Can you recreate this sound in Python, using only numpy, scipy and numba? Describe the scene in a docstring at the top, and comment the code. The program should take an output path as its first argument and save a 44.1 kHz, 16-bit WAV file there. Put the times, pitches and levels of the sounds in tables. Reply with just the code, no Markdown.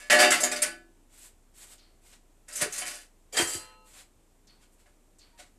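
"""The thin stainless-steel lid of a barbecue smoker clatters down on a balcony and is damped by its seat.
It is dragged aside, then a grate is set down, slides and is stilled by a hand. Knocks and scraping grit
ring each part's tones; a crowd of short sheet modes adds the crash, and the drum bumps dully.
Hands rustle in between, with faint ticks and a squeak, over a soft outdoor hiss and a very low hum."""
import sys
import numpy as np
from scipy import signal
from scipy.fft import rfft, irfft
from scipy.io import wavfile
from scipy.ndimage import uniform_filter1d
from numba import njit

SR = 44100
rng = np.random.default_rng(int(sys.argv[2]) if len(sys.argv) > 2 else 0)


def to_wav(sig):
    """Store sig (one row per channel, or 1-D mono) as 16-bit WAV at the path in sys.argv[1].

    Samples outside -1..1 are clipped; the rate is SR.
    """
    pcm = np.clip(np.atleast_2d(sig), -1, 1) * 32767
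    pcm = np.round(pcm).astype(np.int16)
    wavfile.write(sys.argv[1], SR, pcm.T)  # frames by channels


N = 246078

# colour of the outdoor hiss: (frequency [Hz], level [dB])
AIR_COLOUR = [(29, -36), (50, -6), (103, -9.5), (140, -15.5), (302, -10), (477, -17), (551, -19),
              (606, -17.5), (1400, -27), (2110, -29.5), (2270, -28.5), (4550, -33.5), (7710, -31),
              (15400, -36.5)]
# fader ride of the hum, with one dip: (time [s], level [dB])
HUM_LEVEL = [(0, -61.5), (3.9, -62), (4.16, -66), (4.5, -63.5), (5.58, -63.5)]
# faint ticks: (time [s], level [dB], start pitch [Hz], end pitch [Hz])
TICKS = [(1.78, -56.5, 5514, 2487), (4.471, -57.5, 6530, 2187), (5.186, -55, 8480, 2302)]
# hands and cloth brushing the parts: (time [s], swell [s], hold [s], level [dB], treble boost [dB])
RUSTLES = [(1.096, 0.045, 0.048, -58, -7.5), (1.176, 0.056, 0.037, -53, -3.5),
           (1.539, 0.043, 0.033, -55, -4), (1.606, 0.026, 0.0079, -50.5, -6),
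           (1.663, 0.055, 0.016, -51.5, -6), (2.018, 0.042, 0.071, -57.5, -9.5),
           (2.122, 0.011, 0.0045, -53.5, -15.5), (3.843, 0.03, 0.095, -58, -7.5),
           (3.932, 0.056, .02, -48.5, -11.5), (4.599, 0.03, 0.0086, -57.5, -15.5),
           (4.718, 0.016, 0.0079, -80, 8.5), (4.78, 0.015, .02, -64.5, -9),
           (5.376, 0.022, 0.0085, -46, -17), (5.451, 0.018, .005, -65, -17.5)]
# colour of the rustle: (frequency [Hz], level [dB])
CLOTH_COLOUR = [(290, -13), (500, -5.5), (1430, -8), (2260, -7.5), (5740, -6.5), (7760, 2), (13800, -4),
                (14600, -45), (15400, -69)]
# dull bumps of the drum: (time [s], level [dB], pitch [Hz], t60 [s])
DRUM_BUMPS = [(2.624, -28, 144, 0.027), (2.631, -33, 300, 0.04), (2.659, -25.5, 428, 0.027),
              (3.398, -19, 341.6, 0.054), (3.423, -27, 112, 0.028), (3.549, -32.5, 347, 0.043),
              (3.554, -34, 100, 0.044)]
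# colour of the thin sheet: (frequency [Hz], level [dB])
SHEET_COLOUR = [(130, -30.5), (300, -14), (600, -9), (1100, -11), (1900, -0.5), (3000, -7.5), (4200, -11.5),
                (5500, -9), (7500, -10.5), (10000, -9.5), (12000, -16), (14500, -25.5)]
# ring time of the sheet: (frequency [Hz], t60 [s])
SHEET_T60 = [(200, .5), (1000, 0.37), (3000, 0.06), (8000, 0.21), (14000, 0.29)]
# clear tones of each part: (frequency [Hz], level [dB], t60 [s])
GRATE_TONES = [(433, -35.5, 1.3), (510.1, -31.5, 2.04), (873, -35.5, 2.1), (1014, -34.5, 1.55),
               (1284, -30, 1.6), (1546, -31, 0.78), (1718, -10.5, 0.08), (1880, -3.5, 0.12),
               (2750, -23, 1.4), (3000, -22, 0.58), (3181, -1, 0.2), (3360, -24, .4), (4145, -17.5, 0.65),
               (4746, -0.5, 0.19), (4900, -18, 0.093), (5680, -44.5, .4), (7273, -18, 0.45),
               (7800, -11.5, 0.36), (8650, -18, 0.11), (9100, -16.5, 0.33), (9938, -11.5, 0.25),
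               (10700, -19.5, 0.33), (12400, -29, .3)]
LID_TONES = [(179.7, -29, 1.6), (252, -23.5, 1.5), (312.6, -22.5, 1.2), (337, -22.5, 4), (380, -24, 1.5),
             (601.6, -6.5, 0.5), (629.2, -14, 1.6), (712.4, -15, 2.7), (726, -16.5, 1.6),
             (838, -15.5, 0.57), (1097, -18.5, 0.21), (1183, -16, 1), (1334, -15, 0.9), (1502, -14.5, 1.1),
             (1579, -16, 0.59), (1714, -11.5, 2.3), (1783, -14, 1), (1893, -16, 0.74), (1996, -12, 0.71),
             (2232, -11, 1.6), (2424, -16.5, 2), (2690, -12.5, 0.74), (2785, -13.5, 0.8),
             (3045, -15.5, 0.8), (3056, -14.5, 0.6), (3667, -17, 0.75), (4280, -13, 0.6),
             (4724, -14.5, 0.65), (4910, -13, 0.47), (5066, -17, 0.28), (7425, -11, 0.46)]
# hits on each part: (time [s], level [dB], brightness [dB], favoured pitch [Hz], bass boost [dB])
GRATE_HITS = [(3.326, -18.5, 8.5, 7290, 18), (3.344, -12, -3, 1790, 11), (3.368, 2.5, -2, 7850, 5.5),
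              (3.382, 0.5, -5, 3230, -4), (3.398, -4, 0, 4700, -33.5), (3.407, -18.5, 19, 1896, -16),
              (3.469, -25, 22, 7500, 11.5), (3.531, -14.5, 7.5, 7880, 1), (3.554, -45, -3, 2980, 31)]
LID_HITS = [(.099, 0.5, -3.5, 1870, -5.5), (.115, -0.5, -7, 1896, 0), (.132, -7.5, -16, 582, 5.5),
            (.159, -12.5, -19.5, 2940, 5.5), (.187, -1.5, -2.5, 4820, 3), (.202, -3, 2, 560, 0.5),
            (.224, -2.5, -9, 1920, 0.5), (.237, -5, -13, 2330, -0.5), (.305, -5, 9.5, 1650, -2),
            (.319, 0, 3, 1984, -20.5), (.403, -18.5, 16, 710, 9.5), (.433, -8.5, 8, 6800, 6.5),
            (.514, -13, 4, 7900, 3.5), (.559, -16.5, 5, 4700, -8), (.619, -11.5, 15, 9260, -7),
            (.63, -13.5, 4, 5090, -20), (2.482, -35.5, 15, 1900, -13), (2.527, -36, 21, 5000, -19),
            (2.555, -29, 23.5, 6190, -20), (2.612, -23, 24, 9400, 14.5), (2.627, -19.5, 7, 1800, -32),
            (2.723, -32.5, 22, 6450, -8), (2.778, -28.5, 22, 9750, -5), (2.817, -19.5, -5, 716, -4.5),
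            (4.858, -44.5, -12, 1106, 4.5), (5.392, -36.5, 3, 726, 6.5)]
# slides on the rim, one list per stroke: (time [s], level [dB], treble boost [dB])
GRATE_SLIDES = [
    [(3.31, -100, -1), (3.324, -58, 8), (3.378, -27, 5.5), (3.414, -24, 3), (3.448, -41, 1),
     (3.5, -39, 9.5), (3.544, -48.5, 19), (3.75, -58.5, -11)],
]
LID_SLIDES = [
    [(0.0, -38, 0), (0.05, -49, 3), (0.09, -48.5, -1.5)],
    [(2.47, -74.5, 4), (2.488, -46.5, -2), (2.554, -46, 13), (2.6, -36.5, 7.5), (2.62, -21, 3.5),
     (2.69, -49.5, -1.5), (2.74, -44.5, 14), (2.782, -37.5, 11), (2.85, -44.5, -3), (2.865, -37, 10),
     (2.96, -43, 10.5), (3.056, -58, 8.5), (3.12, -83, 0.5)],
]
# a hand closes on the grate: (time [s], extra loss near 700 Hz [dB/s]); negative counts as none
GRATE_GRIP = [(0, -5), (3.87, 284)]
# the lid falls, lands, is seated, let go, held, eased, held: (time [s], extra loss near 700 Hz [dB/s])
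LID_GRIP = [(0, 37), (.29, 405), (.335, 138), (.66, 84), (2.0, 310), (2.8, 153), (2.98, 292)]


def amp(db):
    """Gain from dB."""
    return 10 ** (np.asarray(db) / 20)


def unit_rms(x):
    """Scale to rms 1."""
    return x / np.sqrt(np.mean(x ** 2) + 1e-20)


def filtered(x, order, hz, kind):
    """Butterworth filter."""
    return signal.sosfilt(signal.butter(order, hz, kind, fs=SR, output="sos"), x)


def automation(rows, outside=None):
    """One curve per column, ramping between the breakpoints."""
    times, *columns = np.transpose(rows)
    return [np.interp(np.arange(N) / SR, times, column, outside, outside) for column in columns]


def at_hz(points, hz):
    """Read a curve along a log frequency axis."""
    frequencies, values = np.transpose(points)
    return np.interp(np.log(hz), np.log(frequencies), values)


def coloured(x, colour):
    """EQ a signal with a colour curve; rms 1."""
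    hz = np.maximum(np.arange(N // 2 + 1) * SR / N, 1)
    return unit_rms(irfft(rfft(x) * amp(at_hz(colour, hz)), N))


def tilted(x, bass_db, treble_db, bass_hz, treble_hz):
    """Three-band EQ whose bass and treble gains can move."""
    low = filtered(x, 2, bass_hz, "low")
    mid = filtered(x, 2, [bass_hz, treble_hz], "band")
    high = filtered(x, 2, treble_hz, "high")
    return mid - low * amp(bass_db) - high * amp(treble_db)


def grains(per_s, spread_db=3.0):
    """Random clicks of uneven size; rms 1."""
    sizes = amp(spread_db * np.minimum(rng.exponential(1, N), 5)) * rng.choice([-1, 1], N)
    return unit_rms(sizes * (rng.random(N) < per_s / SR))


def background(hum_hz=29.0, hiss_db=-66.5):
    """The bed: outdoor hiss and a hum at the bottom of hearing."""
    hum_rms = amp(automation(HUM_LEVEL)[0])
    hum = np.sqrt(2) * hum_rms * np.sin(2 * np.pi * hum_hz * np.arange(N) / SR)
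    return hum + amp(hiss_db) * coloured(rng.standard_normal(N), AIR_COLOUR)


def balcony(x, wet_db, t60):
    """Floor and walls send back a short diffuse tail."""
    t = np.arange(int(.4 * SR)) / SR
    tail = rng.standard_normal(len(t)) * amp(-60 * t / t60) * (t > .004)
    tail = signal.lfilter([.6], [1, -.4], tail)   # soften the top
    return x + amp(wet_db) * signal.fftconvolve(x, tail / np.sqrt(np.sum(tail ** 2)))[:N]


def squeak(start_s=5.325, length_s=0.06, hz=937, level_db=-64.5, octave_db=-13.5):
    """A short faint tone with its octave."""
    t = np.arange(N) / SR - start_s
    phase = 2 * np.pi * hz * t
    envelope = np.sin(np.pi * np.clip(t / length_s, 0, 1)) ** .5
    return amp(level_db) * envelope * (np.sin(phase) + amp(octave_db) * np.sin(2 * phase))


def ticks(glide_s=0.019, decay_s=0.087, ring_hz=4430, ring_db=4, ring_t60=0.35):
    """A rough band of noise dives in pitch while a narrow ring lingers."""
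    out, t = np.zeros(N), np.arange(12000) / SR
    for s, db, start_hz, end_hz in TICKS:
        rough = uniform_filter1d(rng.standard_normal((2, len(t))), size=10) * np.sqrt(10)
        hz = end_hz + (start_hz - end_hz) * np.exp(-t / glide_s)
        dive = rough[0] * np.sin(2 * np.pi * np.cumsum(hz) / SR) * np.exp(-t / decay_s)
        flutter = unit_rms(uniform_filter1d(rough[1], size=90))
        linger = flutter * np.sin(2 * np.pi * ring_hz * t) * amp(ring_db - 60 * t / ring_t60)
        i = round(s * SR)
        out[i:i + len(t)] += amp(db - 3) * (dive + linger * np.minimum(t / 0.035, 1))
    return out


def rustles(swell_db=13, fade_db_per_s=413):
    """Soft dense grains of skin and cloth: each brush swells, holds and fades."""
    t, level, treble_db = np.arange(N) / SR, np.zeros(N), np.zeros(N)
    for s, swell_s, hold_s, db, boost_db in RUSTLES:
        rise_db = swell_db * np.minimum((t - s) / swell_s - 1, 0)
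        fade_db = fade_db_per_s * np.maximum(t - s - swell_s - hold_s, 0)
        level += (t > s) * amp(db + rise_db - fade_db)
        treble_db[t > s] = boost_db
    cloth = coloured(grains(per_s=23000), CLOTH_COLOUR)
    return level * tilted(cloth, -1.4, treble_db, bass_hz=1760, treble_hz=5130)


def drum_bumps():
    """Low modes of the smoker's drum, pushed softly."""
    out, t = np.zeros(N), np.arange(12000) / SR
    attack = 1 - np.exp(-t / 0.001)
    for s, db, hz, t60 in DRUM_BUMPS:
        i = round(s * SR)
        out[i:i + len(t)] += amp(db - 60 * t / t60) * np.sin(2 * np.pi * hz * t) * attack
    return filtered(out, 4, 65, "high")


def mode_bank(hz, gain, t60):
    """Frequency, gain and pole of each mode."""
    return hz, gain, amp(-60 / (t60 * SR)) * np.exp(2j * np.pi * hz / SR)


def clear_tones(rows, trim_db):
    """The modes of a part that sing out as tones."""
    hz, db, t60 = np.transpose(rows)
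    return mode_bank(hz, amp(db + trim_db), t60)


def sheet_modes(count):
    """The crash of thin sheet: short modes evenly crowded over the whole range."""
    hz = np.linspace(200, 15000, count) + rng.normal(0, 8, count)
    t60 = at_hz(SHEET_T60, hz) * amp(rng.normal(0, 1.6, count))
    gain = unit_rms(amp(at_hz(SHEET_COLOUR, hz)) / np.sqrt(t60)) / np.sqrt(count)
    return mode_bank(hz, gain, t60)


def damping(rows):
    """A hand or seat chokes the ring: loss per sample, held from row to row."""
    times, db_per_s = np.transpose(rows)
    row = np.maximum(np.searchsorted(times, np.arange(N) / SR) - 1, 0)
    return 1 - amp(-np.maximum(db_per_s[row], 0) / SR)


@njit
def ring(force, spot, reach, poles, grip):
    """Ring the modes; reach[mode, spot] sets the drive, and the grip chokes high modes hardest."""
    out = np.zeros(len(force))
    for m in range(len(poles)):
        state = 0j
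        choke = np.sqrt(np.angle(poles[m]) * 10)   # 1 near 700 Hz
        for n in range(len(force)):
            if force[n] != 0 or abs(state.real) + abs(state.imag) > 1e-7:
                state = state * poles[m] * (1 - choke * grip[n]) + force[n] * reach[m, spot[n]]
                out[n] += state.imag
    return out


def strike(hits, tones, sheet, grip, trim_db, favour_db=9, favour_octaves=.09):
    """Each hit knocks the tones and chatters on the sheet, on a spot that favours its own pitch."""
    knock, chatter, spot = np.zeros(N), np.zeros(N), np.zeros(N, int)
    t = np.arange(2000) / SR
    attack = np.minimum(t / 0.0015, 1)
    for k, (s, _, bright_db, *_) in enumerate(hits):
        contact_s = 0.0088 * 2 ** (bright_db / 14)   # brighter, glancing hits chatter longer
        burst = rng.standard_normal(len(t)) * attack * np.exp(-t / contact_s)
        i = round(s * SR)
        knock[i] = 1
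        chatter[i:i + len(t)] = burst / np.sqrt(contact_s * SR / 2)
        spot[i:] = k
    _, db, bright_db, favoured_hz, bass_db = np.transpose(hits)
    out = 0
    for force, (hz, gain, poles) in ((knock, tones), (chatter, sheet)):
        bass = np.clip(np.log2(1500 / hz), 0, 1)
        treble = np.clip(np.log2(hz / 3500), 0, 1)
        colour_db = np.outer(bass, bass_db) + np.outer(treble, bright_db)
        colour_db += favour_db * np.exp(-(np.log2(hz[:, None] / favoured_hz) / favour_octaves) ** 2)
        scatter, polarity = rng.normal(0, 1, (len(hits), 2, len(hz))).transpose(1, 2, 0)
        reach = gain[:, None] * amp(db + trim_db + colour_db + 3 * scatter) * np.sign(polarity)
        out += ring(force, spot, reach, poles, grip)
    return out


def strokes(slides):
    """Gain and treble boost of separate strokes, silent between them."""
    level = sum(amp(automation(rows, outside=-200)[0]) for rows in slides)
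    return level, automation(np.vstack(slides))[1]


def scrape(level, treble_db, tones, grip, bass_db, ring_db, grit_db):
    """Dense grit under the stroke drives the tones and is heard in the colour of the sheet."""
    hz, gain, poles = tones
    friction = tilted(grains(per_s=5000), bass_db, treble_db, bass_hz=1000, treble_hz=4500)
    force = friction * level * (level > 1e-6)
    grit = coloured(force, SHEET_COLOUR) * np.std(force)
    spot = np.arange(N) // 1500   # the contact wanders and finds other modes
    reach = gain[:, None] * amp(rng.normal(0, 4, (spot[-1] + 1, len(hz))).T)
    return amp(ring_db) * ring(force, spot, reach, poles, grip) + amp(grit_db) * grit


def grate(sheet):
    """The grate clinks down, slides on the rim and rings until a hand closes on it."""
    tones, grip = clear_tones(GRATE_TONES, trim_db=-13.5), damping(GRATE_GRIP)
    drag, treble_db = strokes(GRATE_SLIDES)
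    clinks = strike(GRATE_HITS, tones, sheet, grip, trim_db=-23.5)
    return clinks + scrape(drag, treble_db, tones, grip, bass_db=7.0, ring_db=-29.0, grit_db=-9.5)


def lid_rattle(trim_db=-10.5, rise_s=0.0091, fall_s=.035):
    """Envelope of the lid rattling on the rim after each hit."""
    power, t = np.zeros(N + SR), np.arange(SR // 2) / SR
    swell = (1 - np.exp(-t / rise_s)) * np.exp(-t / fall_s)
    for s, db, *_ in LID_HITS:
        i = round(s * SR)
        power[i:i + len(t)] += (amp(db + trim_db) * swell) ** 2
    return np.sqrt(power[:N])


def lid(sheet):
    """The lid slips, clatters down, is choked by its seat and is later dragged aside."""
    tones, grip = clear_tones(LID_TONES, trim_db=-7.0), damping(LID_GRIP)
    drag, treble_db = strokes(LID_SLIDES)
    clatter = strike(LID_HITS, tones, sheet, grip, trim_db=-14.0)
    rub = drag + lid_rattle()
    return clatter + scrape(rub, treble_db, tones, grip, bass_db=-2.5, ring_db=-34.5, grit_db=-10.5)


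def scene():
    """Close-up steel and handling in the balcony's reverb, over the bed; mono."""
    sheet = sheet_modes(count=700)
    steel = filtered(lid(sheet) + grate(sheet), 6, 165, "high")   # small parts radiate no deep bass
    close = steel + drum_bumps() + rustles() + ticks() + squeak()
    return (balcony(close, wet_db=-8.5, t60=0.2) + background())[None]


def record(dry):
    """The microphone port lifts the treble near its resonance; the top fades above 14 kHz and is cut."""
    port_hz, width_hz, cutoff_hz = 7930, 2000, 15600
    port = signal.lfilter(*signal.iirpeak(port_hz, port_hz / width_hz, fs=SR), dry)
    soft = filtered(dry + amp(-3.5) * port, 8, 14300, "low")
    return signal.sosfilt(signal.cheby2(12, 70, cutoff_hz, fs=SR, output="sos"), soft)


dry = scene()
out = record(dry)
to_wav(out)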